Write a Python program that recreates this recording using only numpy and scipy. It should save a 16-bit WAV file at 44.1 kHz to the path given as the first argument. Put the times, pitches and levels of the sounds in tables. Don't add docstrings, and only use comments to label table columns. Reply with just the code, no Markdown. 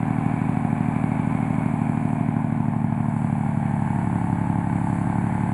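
import sys
import numpy as np
from scipy import signal
from scipy.fft import rfft, irfft
from scipy.io import wavfile
from scipy.ndimage import uniform_filter1d

SR = 44100
rng = np.random.default_rng(int(sys.argv[2]) if len(sys.argv) > 2 else 0)


def put_to_file(sound):
    columns = np.atleast_2d(sound).T
    safe = np.clip(columns, -1, 1)
    whole_steps = np.round(safe * 32767)
    wavfile.write(sys.argv[1], SR, whole_steps.astype(np.int16))


N = 243873
TIME = np.arange(N) / SR


def undb(db):
    return 10 ** (np.asarray(db) / 20)


def unit(x):
    return x / np.sqrt(np.mean(x ** 2))


def curve(table):
    return np.interp(TIME, *np.transpose(table))


def hold_level(x, window_s=0.3045):
    return x / np.sqrt(uniform_filter1d(x ** 2, int(window_s * SR)) + 1e-18)


def later(x, delay_s):
    return np.interp(TIME - delay_s, TIME, x, left=0)


def colour(x, points, size=8192):
    hz, db = np.transpose(points)
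    bins = np.maximum(np.arange(size // 2 + 1), 1) * SR / size
    gain = undb(np.interp(np.log(bins), np.log(hz), db))
    cepstrum = irfft(np.log(gain))
    cepstrum[1:size // 2] *= 2
    cepstrum[size // 2 + 1:] = 0
    return signal.fftconvolve(x, irfft(np.exp(rfft(cepstrum))))[:N]


def scatter(x, t60, patterns=6, build_up_s=.012):
    t = TIME[:SR // 2]
    wet = 0
    for k in range(patterns):
        tail = rng.standard_normal(len(t)) * np.minimum(t / build_up_s, 1) * undb(-60 * t / t60)
        offset = np.clip(TIME / TIME[-1] * (patterns - 1) - k, -1, 1)
        wet = wet + np.cos(np.pi / 2 * offset) * unit(signal.fftconvolve(x, tail)[:N])
    return wet


def strikes(cycles, places, db, jitter_s, spread_db):
    starts = np.arange(-1, cycles[-1] + 1)[:, None]
    chance = rng.standard_normal((len(starts), len(places), 2))
    at = np.interp(starts + places, cycles, np.arange(N), left=-N, right=2 * N)
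    at += jitter_s * SR * chance[..., 0]
    size = undb(db + spread_db * chance[..., 1])
    inside = (at >= 0) & (at < N - 1)
    return np.bincount(at[inside].astype(int), size[inside], N)


# time in seconds, nearness from 0 to 1.
BEND = [(2.0, 0.2), (4.2, 1)]
def nearness():
    return curve(BEND)


def approach(far, near, eq):
    rows, share = np.array(eq), nearness()
    far_tone = unit(colour(far, rows[:, [0, 1]]))
    near_tone = unit(colour(near, rows[:, [0, 2]]))
    return unit((1 - share) * far_tone + share * near_tone)


RELEASE_TIMES = [-.33, .59, 1.67, 2.59, 3.68, 4.31]
# far thump, near thump, far bark, near bark, in relative dB.
ACCENTS = [(1, 7, 0, 2), (-17.5, -38.5, -19.5, -23), (-6, 1, 0, 1.5), (-3.5, 0, 0.5, -18),
           (-1.5, 5, -5, 1.5), (-16.5, -37.5, -1.5, -24.5)]
FAR_THUMP, NEAR_THUMP, FAR_BARK, NEAR_BARK = range(4)
def releases(cycles, accent, jitter_s, spread_db):
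    return strikes(cycles, np.array(RELEASE_TIMES) / 6, np.array(ACCENTS)[:, accent], jitter_s, spread_db)


# frequency in Hz, far and near gain in relative dB.
PIPE_EQ = [(19.7, -47.5, -46), (49.5, -43, -19.5), (78.6, -15, -11), (116.2, -4, 0), (143.3, -3, 3.5),
           (184, 1, -1.5), (214.5, -4, -2), (267, -6.5, -4), (293.2, -14.5, -13.5), (314.6, -5, -4.5),
           (346.4, -33, -38), (390, -16.5, -20), (440, -36, -45.5), (1500, -67, -77.5)]
# delay in seconds, gain in dB.
PIPE_ECHOES = [(0.0179, -9.5), (0.04, -17.5)]
def pipe_thump(cycles):
    far = releases(cycles, FAR_THUMP, jitter_s=.00007, spread_db=1)
    near = releases(cycles, NEAR_THUMP, jitter_s=.00007, spread_db=1)
    pipe = approach(far, near, PIPE_EQ)
    echoes = sum(undb(db) * later(pipe, delay) for delay, db in PIPE_ECHOES)
    trees = undb(-17) * scatter(pipe, t60=.45)
    throb = undb(-24) * np.sin(2 * np.pi * 3 * cycles)
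    return hold_level(pipe + echoes + trees) + throb


# frequency in Hz, far and near gain in relative dB.
STACK_EQ = [(142, -47, -52), (410, -19, -5.5), (585, -9, -24.5), (609, -7.5, -8), (710, -0.5, -4),
            (871, -4, 3.5), (946, -8, -5.5), (1040, -4, -5), (1183, -19, -8.5), (1580, -22, -23),
            (2390, -28.5, -26.5), (3200, -47.5, -51.5), (4940, -87, -70)]
def stack_bark(cycles, puff_s=.005):
    far = unit(releases(cycles, FAR_BARK, jitter_s=.00005, spread_db=.46))
    near = unit(releases(cycles, NEAR_BARK, jitter_s=.00005, spread_db=.46))
    crack = approach(far, near, STACK_EQ)
    puff_envelope = signal.lfilter([1], [1, -np.exp(-1 / (puff_s * SR))], far + near)
    gas = puff_envelope * rng.standard_normal(N)
    puff = approach(gas, gas, STACK_EQ)
    trees = scatter(crack + undb(3.5) * puff, t60=.65, patterns=9)
    trees_db = np.interp(nearness(), [0, .5, 1], [2, -1.5, -2.5])
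    bark = crack + undb(-7.5) * puff + undb(trees_db) * trees
    road_bounce = undb(-6.5) * later(bark, .0012)
    return hold_level(bark + road_bounce)


# frequency in Hz, far and near gain in relative dB.
VALVE_EQ = [(101, -41.5, -41.5), (396, -12.5, -11), (670, -1.5, 2.5), (1063, 0.5, -1.5), (1273, -6, -8.5),
            (1510, -5.5, -0.5), (1854, -8.5, -4.5), (2040, -9.5, -8.5), (2242, -2, -3), (2395, -6, -12.5),
            (2865, -22, -21), (3640, -28, -27.5), (4900, -43.5, -41)]
def valve_clatter(cycles, count=16):
    places = (np.arange(count) + rng.random(count)) / count
    tick_db = 2 * rng.standard_normal(count)
    ticks = unit(strikes(cycles, places, tick_db, jitter_s=.00004, spread_db=2.5))
    knocks = unit(releases(cycles, FAR_THUMP, jitter_s=.00022, spread_db=2))
    side_on = 1 - nearness()
    direct = undb(-3.5) * ticks + undb(-4.5) * side_on * knocks
    trees = scatter(ticks, t60=.31)
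    fan = undb(2) * rng.standard_normal(N)
    engine = direct + trees + fan
    return hold_level(approach(engine, engine, VALVE_EQ))


# frequency in Hz, gain in relative dB.
GRAVEL_EQ = [(100, 1), (1500, 4), (3100, -17), (4000, -15.5), (4450, -6), (5000, -15.5), (6300, -10),
             (7200, -3.5), (7900, 2), (8700, -2), (10200, 3), (10800, -6.5), (11400, -20), (12200, -32)]
# time in seconds, level in dB before the mix gain.
TYRE_FADER = [(0.1, -60.5), (2.13, -59), (2.26, -63.5), (2.93, -64.5), (3.17, -58.5), (3.65, -60.5),
              (3.94, -57.5), (4.63, -60), (4.88, -55.5), (5.27, -58), (5.45, -57.5)]
def tyre_hiss(grains_per_s=2500):
    size = undb(2 * rng.exponential(size=N))
    stones = (rng.random(N) < grains_per_s / SR) * rng.standard_normal(N) * size
    gravel = rng.standard_normal(N) + undb(-7.5) * unit(stones)
    return undb(curve(TYRE_FADER)) * unit(colour(gravel, GRAVEL_EQ))


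def cab_swing(centre_s=2.85, width_s=.75):
    return np.exp(-((TIME - centre_s) / width_s) ** 2)


# time in seconds, speed in revolutions per minute.
ENGINE_RPM = [(0.0, 1547.7), (0.4, 1560.2), (0.65, 1520.3), (1.0, 1548.4), (1.6, 1549.2), (1.9, 1520.7),
              (2.2, 1537.6), (2.5, 1515.9), (2.8, 1489.5), (3.0, 1499.8), (3.5, 1460.6), (3.85, 1442.2),
              (4.25, 1400.9), (5.0, 1397.5), (5.25, 1432.9), (5.53, 1435.1)]
def scene():
    rpm = curve(ENGINE_RPM)
    cycles = -.424 + np.cumsum(rpm / 120) / SR
    bark_db = -35 + 1.5 * nearness() - 2 * cab_swing()
    rattle_db = .0417 * (rpm - 1500)
    clatter_db = -42 + 6 * nearness() - 4 * cab_swing() + rattle_db
    exhaust = undb(-22.5) * pipe_thump(cycles) + undb(bark_db) * stack_bark(cycles)
    truck = exhaust + undb(clatter_db) * valve_clatter(cycles) + undb(3) * tyre_hiss()
    return truck[None]


def record(dry):
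    notch = signal.butter(2, [5050, 6200], "bandstop", fs=SR, output="sos")
    high_cut = signal.ellip(8, .2, 70, 12000, fs=SR, output="sos")
    return signal.sosfilt(high_cut, signal.sosfilt(notch, dry))


dry = scene()
out = record(dry)
put_to_file(out)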